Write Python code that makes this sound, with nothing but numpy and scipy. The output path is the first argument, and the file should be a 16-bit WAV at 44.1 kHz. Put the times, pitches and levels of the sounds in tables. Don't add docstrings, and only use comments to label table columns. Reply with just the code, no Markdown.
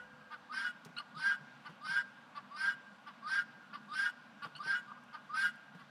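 import sys
import numpy as np
from scipy import signal
from scipy.io import wavfile

SR = 44100
rng = np.random.default_rng(int(sys.argv[2]) if len(sys.argv) > 2 else 0)


def digitize_waveform(pressure):
    field = np.atleast_2d(pressure).T
    bounded = np.clip(field, -1, 1)
    quanta = np.round(bounded * 32767).astype(np.int16)
    wavfile.write(sys.argv[1], SR, quanta)


def decibels_to_gain(level_db):
    exponent = np.asarray(level_db, float) / 20
    return 10 ** exponent


N = 260190


def rms_one(x):
    return x / np.sqrt(np.mean(x ** 2) + 1e-20)


def at_hz(points, hz):
    points_hz, points_db = np.transpose(points)
    return np.interp(np.log(hz), np.log(points_hz), points_db)


def drift(rate_hz, size):
    r = np.exp(-2 * np.pi * rate_hz / SR)
    lead = int(SR / rate_hz)
    noise = rng.standard_normal(size + lead)
    smooth = signal.lfilter([1], [1, -2 * r, r * r], noise)
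    return rms_one(smooth[lead:])


def resonance(x, hz, width_hz):
    r = np.exp(-np.pi * width_hz / SR)
    return signal.lfilter([1, 0, -1], [1, -2 * r * np.cos(2 * np.pi * hz / SR), r * r], x)


def band_pass(x, low_hz, high_hz):
    return signal.sosfilt(signal.butter(2, [low_hz, high_hz], "band", fs=SR, output="sos"), x)


def rumble():
    start_db, steady_db, fade_s = -75.5, -91.5, 0.38
    noise = band_pass(rng.standard_normal(N), 60, 98)
    settling = np.exp(-np.arange(N) / SR / fade_s)
    level_db = steady_db + (start_db - steady_db) * settling + 1.6 * drift(0.77, N)
    return decibels_to_gain(level_db) * rms_one(noise)


# (pitch_hz, relative level_db per Hz)
YARD_COLOUR = [(18, -62), (30, -46), (81, -39), (111, -41), (126, 0), (173, -12.5), (202, -8), (243, 20),
               (323, -49), (504, -8), (1080, -3), (1590, -10), (2070, -13.5), (2900, -13), (15400, -48)]
# (pitch_hz, width_hz, level_db)
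HISS_BANDS = [(146, 5.3, -74), (205.8, 18.4, -69), (242, 3.9, -72.5), (1442, 29, -67.5), (1605.4, 20, -68)]


def yard():
    noise = np.zeros(N)
    edges_hz = 30 * 2 ** np.arange(0, 9.1, 1 / 3)
    white = rng.standard_normal((2, N))
    for k, (low_hz, high_hz) in enumerate(zip(edges_hz, edges_hz[1:])):
        band = band_pass(white[k % 2], low_hz, high_hz)
        level_db = at_hz(YARD_COLOUR, np.sqrt(low_hz * high_hz)) + 1.3 * drift(5, N)
        noise += decibels_to_gain(level_db) * band
    out = decibels_to_gain(-61 + 0.31 * drift(0.92, N)) * rms_one(noise)
    for hz, width_hz, level_db in HISS_BANDS:
        hiss = rms_one(resonance(rng.standard_normal(N), hz, width_hz))
        out += decibels_to_gain(level_db + 2.7 * drift(3.85, N)) * hiss
    return out + far_hum()


def far_hum():
    start_db, fade_db_per_s, end_s = -68, 15, 0.55
    t = np.arange(N) / SR
    tone = np.sin(2 * np.pi * 506 * t) * (t < end_s)
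    return np.sqrt(2) * decibels_to_gain(start_db - fade_db_per_s * t) * tone


# (start_s, thump level_db, pitch_hz, rustle level_db)
THUMPS = [(0.857, -46.5, 159, -53), (0.888, -54, 174, -59), (1.164, -45.5, 159, -61),
          (1.408, -51.5, 157.5, -63), (1.693, -46.5, 161, -55), (1.891, -48.5, 169, -70),
          (4.45, -49, 167, -49), (4.658, -51, 167.1, -49.5), (5.747, -46.5, 179, -56.5)]
# (start_s, level_db, pitch_hz)
DRY_TICKS = [(0.849, -53.5, 4500), (0.861, -69, 6000), (1.152, -77, 7000), (1.824, -76, 10000),
             (4.584, -67, 3400), (5.036, -73, 8000), (5.558, -74, 9000)]


def bumps():
    out = np.zeros(N + SR)
    t = np.arange(SR // 5) / SR
    for start_s, thump_db, hz, rustle_db in THUMPS:
        thump = decibels_to_gain(thump_db) * np.sin(2 * np.pi * hz * t)
        rustle = decibels_to_gain(rustle_db) * drift(1390, len(t))
        envelope = decibels_to_gain(-60 * t / 0.14) * (1 - np.exp(-t / 0.0017))
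        out[round(start_s * SR):][:len(t)] += envelope * (thump + rustle)
    for start_s, level_db, hz in DRY_TICKS:
        crack = rms_one(resonance(rng.standard_normal(len(t)), hz, width_hz=3230))
        out[round(start_s * SR):][:len(t)] += decibels_to_gain(level_db - 60 * t / 0.048) * crack
    return out[:N]


def yard_echo(x):
    t60_s, level_db, cut_hz = 0.84, -24.5, 6900
    t = np.arange(SR) / SR
    tail = rng.standard_normal(SR) * decibels_to_gain(-60 * t / t60_s) * (t > .012)
    tail = signal.sosfilt(signal.butter(2, cut_hz, fs=SR, output="sos"), tail)
    tail /= np.sqrt(np.sum(tail ** 2))
    return decibels_to_gain(level_db) * signal.fftconvolve(x, tail)[:N]


def stack(f0, order, throat, stretch, jitter, uneven, breath_db):
    size = len(f0)
    waver = jitter * (1 + 3 * uneven) * drift(94, size)
    phase = np.cumsum(2 * np.pi * f0 * (1 + waver) / SR)
    k = np.arange(1, int(15000 / f0.max()) + 1)[:, None]
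    centre_hz = k[:, 0] * f0.mean()
    low, top = centre_hz < 2100, centre_hz >= 6400
    middle = ~low & ~top
    low[order - 1] = False
    gain = decibels_to_gain(at_hz(throat, k * f0 / np.where(top[:, None], stretch, 1)))
    wobble = np.array([drift(44.96, size) for _ in k])
    tones = np.sin(k * phase + rng.uniform(0, 2 * np.pi, k.shape))
    tones *= np.sqrt(1 - uneven ** 2) + uneven * wobble
    breath = decibels_to_gain(breath_db + 2.6 * np.log2(k / order)) * np.array([drift(200, size) for _ in k])
    breath *= np.cos(k * phase + rng.uniform(0, 2.7, k.shape))
    partials = gain * (tones + breath)
    strongest = (1 + .45 * uneven * wobble[order - 1]) * np.sin(order * phase)
    low_sum, middle_sum, top_sum = [partials[group].sum(axis=0) for group in (low, middle, top)]
    return strongest, low_sum, rms_one(middle_sum), rms_one(top_sum)


# (pitch_hz, level_db)
RASP_COLOUR = [(400, -46.5), (800, -27), (1000, -32.5), (1400, -3), (1800, -10), (2200, -15), (2600, -33),
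               (3300, -15), (4000, -30), (5000, -25.5), (5800, -26.5), (6300, -74), (7000, -31.5),
               (8200, -40.5), (10000, -39), (11000, -32.5), (12200, -51), (14000, -52)]


def add_rasp(groups, hz, elapsed_s, stretch, jitter, uneven, breath_db):
    from_hz, full_hz, full_share, growth_s = 1500, 1586, 0.59, 0.11
    share = np.clip(full_share * (hz - from_hz) / (full_hz - from_hz), 0, full_share)
    share *= np.clip(elapsed_s / growth_s, 0, 1)
    rasp = stack(hz / 8, 8, RASP_COLOUR, stretch, jitter, uneven, breath_db)[1:]
    return [np.sqrt(1 - share) * plain + np.sqrt(share) * close for plain, close in zip(groups, rasp)]


MIDDLE_DB = -45


def voice(notes, throat, order, jitter, breath_db, fade_s, rough=None, rasping=False):
    out = np.zeros(N)
    for rows in notes:
        s, *columns = np.transpose(rows)
        start, size = round(s[0] * SR), round((s[-1] - s[0]) * SR)
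        t = (start + np.arange(size)) / SR
        hz, main_db, middle_db, top_db, *own = [np.interp(t, s, c) for c in columns]
        uneven = np.clip(own[0] if own else rough, 0, 1)
        stretch = own[1] / 10000 if rasping else 1
        settings = stretch, jitter, uneven, breath_db
        strongest, *groups = stack(hz / order, order, throat, *settings)
        if rasping:
            groups = add_rasp(groups, hz, t - s[0], *settings)
        low, middle, top = groups
        low_db = np.minimum(main_db + 3.0, MIDDLE_DB + 0.43 * (main_db - MIDDLE_DB))
        note = np.sqrt(2) * (decibels_to_gain(main_db) * strongest + decibels_to_gain(low_db) * low)
        note += decibels_to_gain(middle_db) * middle + decibels_to_gain(top_db) * top
        edge = np.minimum(1, np.minimum(t - s[0] + (start == 0), s[-1] - t) / fade_s)
        out[start:start + size] += note * edge
    return out


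def phrase(events, shape, fall_s, middle_db, top_db, middle_follow):
    place, pitch, effort_db, bright_db, *own = np.transpose(shape)
    notes = []
    for start_s, rise_s, peak_db, hz, treble_db in events:
        s = start_s + rise_s + place * np.where(place < 0, rise_s, fall_s)
        main_db = peak_db + effort_db
        upper_db = main_db + treble_db
        note_middle_db = upper_db + middle_db + middle_follow * bright_db
        note_top_db = upper_db + top_db + bright_db
        notes.append(np.transpose([np.maximum(s, 0), pitch * hz, main_db, note_middle_db, note_top_db, *own]))
    return notes



# (start_s, rise_s, level_db, 4th partial pitch_hz, treble_db)
DISTANT_CLUCKS = [(4.875, 0.02945, -51, 1228, -3), (4.955, .018, -58.5, 1053, .1)]
# (place, pitch, effort_db, brightness_db)
DISTANT_SHAPE = [(-1.2, .95, -3, 0), (0.0025, 1.001, -3.5, 0), (0.515, 0.75, -5, 0), (0.96, 0.96, -7, 0)]
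# (pitch_hz, level_db)
OPENING_COLOUR = [(300, -62), (900, -32), (1200, 7), (1500, -53), (2700, -35), (3700, -8.5), (4200, -20),
                  (4800, -8), (5600, -38), (6400, -42), (10000, -31), (14500, -59)]


def far_clucks():
    notes = phrase(DISTANT_CLUCKS, DISTANT_SHAPE, fall_s=.032, middle_db=-20, top_db=-33, middle_follow=0)
    return voice(notes, OPENING_COLOUR, order=4, jitter=.003, rough=.5, breath_db=-13, fade_s=.012)


# (start_s, rise_s, level_db before the steeper swell, 2nd partial pitch_hz, treble_db)
CHIRP_NOTES = [(.96, 0.023, -41.5, 2860, .1), (4.548, 0.015, -50, 2940, 2), (5.785, 0.014, -68, 2950, .1)]
# (place, pitch, effort_db before the steeper swell, brightness_db,
# roughness from 0 to 1 before the change for softness)
CHIRP_COURSE = [(-1, .9, -28, -6, .1), (-0.66, .92, -5, -5, .2), (-0.5, 1.001, -7, -10, 0.12),
                (0.12, 1.002, 2, 1.5, .1), (.45, 1.005, -9.5, -1, 0.45), (1, 1.01, -9, -4, .55)]
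# (pitch_hz, level_db)
CHIRP_COLOUR = [(1440, 1), (2500, -2.5), (2880, 2.5), (4320, -2), (5760, -39), (7200, -10), (8640, -2),
                (11500, -29), (14400, -28)]


def second_bird():
    notes = phrase(CHIRP_NOTES, CHIRP_COURSE, fall_s=.027, middle_db=0.5, top_db=-22, middle_follow=.1)
    first_level_db = CHIRP_NOTES[0][2]
    for note in notes:
        note[:, 5] += .05 * (first_level_db - note[:, 2].max())
        note[:, 2] += -3 + 0.65 * (note[:, 2] - MIDDLE_DB)
    return voice(notes, CHIRP_COLOUR, order=2, jitter=0.0024, breath_db=-4.5, fade_s=0.0047)


# (start_s, rise_s, level_db, 4th partial pitch_hz, treble_db)
CLUCK_NOTES = [(.3, 0.041, -45.5, 1210, -0.5), (.985, .018, -46, 1190, 3), (1.645, 0.027, -45.5, 1178, 1),
               (2.345, 0.035, -43.5, 1166, -1), (3.06, 0.027, -44.5, 1159, -1.5),
               (3.725, 0.031, -42.5, 1148, 0), (4.415, 0.032, -41, 1152, 2.5),
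               (5.125, 0.028, -46, 1206, 0.5), (5.78, 0.036, -55, 1123, 0)]
# (place, pitch, effort_db, brightness_db)
CLUCK_COURSE = [(-1, .97, -13, -6), (-0.44, 1.02, -7.5, 6.5), (0.061, 1.001, 1, -2),
                (0.38, .99, -10.5, -1.5), (1, 0.68, -26.5, 4)]
# (pitch_hz, level_db)
CLUCK_COLOUR = [(300, -52), (600, -52), (890, -12), (1160, -2.5), (1480, -5), (1800, -19), (2300, -19),
                (2750, -14.5), (3300, -15), (3900, -24), (4750, -16.5), (5500, -31), (6400, -58.5),
                (9500, -42), (12000, -50), (14500, -59)]


def clucks():
    notes = phrase(CLUCK_NOTES, CLUCK_COURSE, fall_s=.036, middle_db=-11.5, top_db=-30.5, middle_follow=0.95)
    return voice(notes, CLUCK_COLOUR, order=4, jitter=.004, rough=.7, breath_db=-9, fade_s=.008)


# (start_s, rise_s, level_db, 4th partial pitch_hz, treble_db)
OPENING_NOTES = [(.49, .027, -44, 1250, -3), (1.14, 0.034, -44.5, 1258, 6), (1.805, 0.04, -45, 1241, 5),
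                 (2.5, 0.053, -44.5, 1200, 0.5), (3.218, 0.056, -40, 1242, 0),
                 (3.88, 0.046, -42.5, 1228, 4), (4.585, 0.021, -41, 1192, -3),
                 (5.285, 0.063, -38.5, 1261, -5)]
# (place, pitch, effort_db, brightness_db)
OPENING_COURSE = [(-1, 0.84, -17, -6), (-0.69, .93, -7.5, -6), (-.35, .96, -9.5, -4),
                  (-0.053, 1.001, 0, -4.5), (.5, 1.005, -4, 4), (0.89, 1.5, -8.5, 15)]


def squawk_openings():
    notes = phrase(OPENING_NOTES, OPENING_COURSE, fall_s=.036, middle_db=-15.5, top_db=-34, middle_follow=0.83)
    return voice(notes, OPENING_COLOUR, order=4, jitter=.003, rough=.5, breath_db=-13, fade_s=.012)


# (time_s, 5th partial level_db)
SQUAWK_EFFORTS = [
    [(0.52, -55), (0.544, -42), (0.578, -36.5), (0.666, -42), (0.7, -55)],
    [(1.18, -57), (1.21, -44.5), (1.26, -32.5), (1.312, -32.5), (1.332, -39), (1.355, -51)],
    [(1.845, -58), (1.865, -47), (1.911, -34), (1.947, -39.5), (1.981, -33), (2.007, -39), (2.03, -56)],
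    [(2.56, -61), (2.574, -51), (2.618, -38), (2.688, -32.5), (2.735, -51.5)],
    [(3.27, -55), (3.284, -48.5), (3.342, -32), (3.4, -36.5), (3.43, -54)],
    [(3.93, -54), (3.972, -36), (3.998, -31.5), (4.036, -37), (4.066, -34.5), (4.086, -40), (4.105, -52)],
    [(4.63, -59), (4.642, -51), (4.704, -33), (4.726, -32), (4.748, -34.5), (4.774, -50), (4.79, -53)],
    [(5.338, -55), (5.352, -45.5), (5.392, -33), (5.47, -35), (5.5, -51)],
]
SQUAWK_AIM = [-2.2, -1.5, -0.5, 0.3, -1, 1.5, -4.5, 5.5]
# (share of length, 5th partial pitch_hz, brightness_db, roughness from 0 to 1,
# top resonance pitch_hz before the lift for brighter calls)
SQUAWK_COURSE = [(0, 1495, -10, 0.48, 8600), (.15, 1515, 0, 0.56, 9480), (.35, 1563, 1.5, 0.56, 9000),
                 (.55, 1603, 1, 0.57, 9500), (.72, 1605, -2.5, 0.86, 9790), (.87, 1605, -9.5, .5, 10100),
                 (0.99, 1539, -20, .55, 10000)]


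def squawk_notes():
    share, *course = np.transpose(SQUAWK_COURSE)
    notes = []
    for rows, aim_db in zip(SQUAWK_EFFORTS, SQUAWK_AIM):
        at_s, effort_db = np.transpose(rows)
        s = np.linspace(at_s[0], at_s[-1], num=25)
        along = (s - s[0]) / (s[-1] - s[0])
        hz, bright_db, rough, top_hz = [np.interp(along, share, c) for c in course]
        main_db = np.interp(s, at_s, effort_db)
        treble_db = aim_db * (0.29 + 1.16 * along)
        swing_db = 0.29 * (main_db - MIDDLE_DB)
        middle_db = -52 + swing_db + 0.48 * bright_db + 0.24 * treble_db
        top_db = -66 + swing_db + bright_db + treble_db
        top_hz = top_hz * (1 + .004 * treble_db)
        notes.append(np.transpose([s, hz, main_db, middle_db, top_db, rough, top_hz]))
    return notes


# (pitch_hz, level_db)
SQUAWK_COLOUR = [(300, -61), (630, -39.5), (930, -15), (1250, -12.5), (1580, -5), (1870, -16),
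                 (2200, -26.5), (3100, -26.5), (3600, -36), (4100, -27.5), (5100, -22), (5800, -35),
                 (6300, -75), (7000, -55), (8200, -48.5), (10000, -30), (11000, -28.5), (12200, -64),
                 (14000, -50)]


def squawks():
    return voice(squawk_notes(), SQUAWK_COLOUR, order=5, jitter=.003, breath_db=-13, fade_s=.005, rasping=True)


# (start_s, rise_s, level_db, 3rd partial pitch_hz, treble_db)
BREAK_NOTES = [(0, .003, -47, 1450, -2.5), (.635, .036, -35, 1443, 0), (1.3, 0.019, -36, 1456, 0.5),
               (1.95, 0.029, -34.5, 1460, .1), (2.675, 0.026, -37, 1456, 0.5),
               (3.37, 0.018, -33.5, 1437, -1.5), (4.04, 0.027, -32.5, 1450, -0.7),
               (4.735, 0.025, -34.5, 1451, 0.2), (5.425, 0.039, -34.5, 1435, 1.5)]
# (place, pitch, effort_db, brightness_db)
BREAK_COURSE = [(-1, 1.01, -4.5, -2), (-0.056, 1.001, 0.5, -4.5), (0.17, 1.002, -7, 4),
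                (0.59, 1.005, -10.5, 3.5), (0.95, 1.01, -28, 12)]
# (pitch_hz, level_db)
BREAK_COLOUR = [(480, -66), (970, -55), (1450, 5), (1940, -19), (2430, -19), (2900, -6.5), (4300, -28),
                (6300, -33.5), (10000, -39), (14000, -54)]


def squawk_breaks():
    notes = phrase(BREAK_NOTES, BREAK_COURSE, fall_s=0.063, middle_db=-13.5, top_db=-30.5, middle_follow=.1)
    return voice(notes, BREAK_COLOUR, order=3, jitter=.003, rough=.5, breath_db=-10, fade_s=.02)


def scene():
    fowl = clucks() + squawk_openings() + squawks() + squawk_breaks()
    birds = fowl + far_clucks()
    second = second_bird()
    echo = yard_echo(birds + 0.51 * second)
    mix = birds + second + echo + yard() + bumps()
    mix = signal.sosfilt(signal.butter(4, 121, "high", fs=SR, output="sos"), mix)
    return (mix + rumble())[None]


def band_limit(x):
    return signal.sosfilt(signal.butter(12, 15590, fs=SR, output="sos"), x)


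def record(dry):
    return band_limit(dry)


dry = scene()
out = record(dry)
digitize_waveform(out)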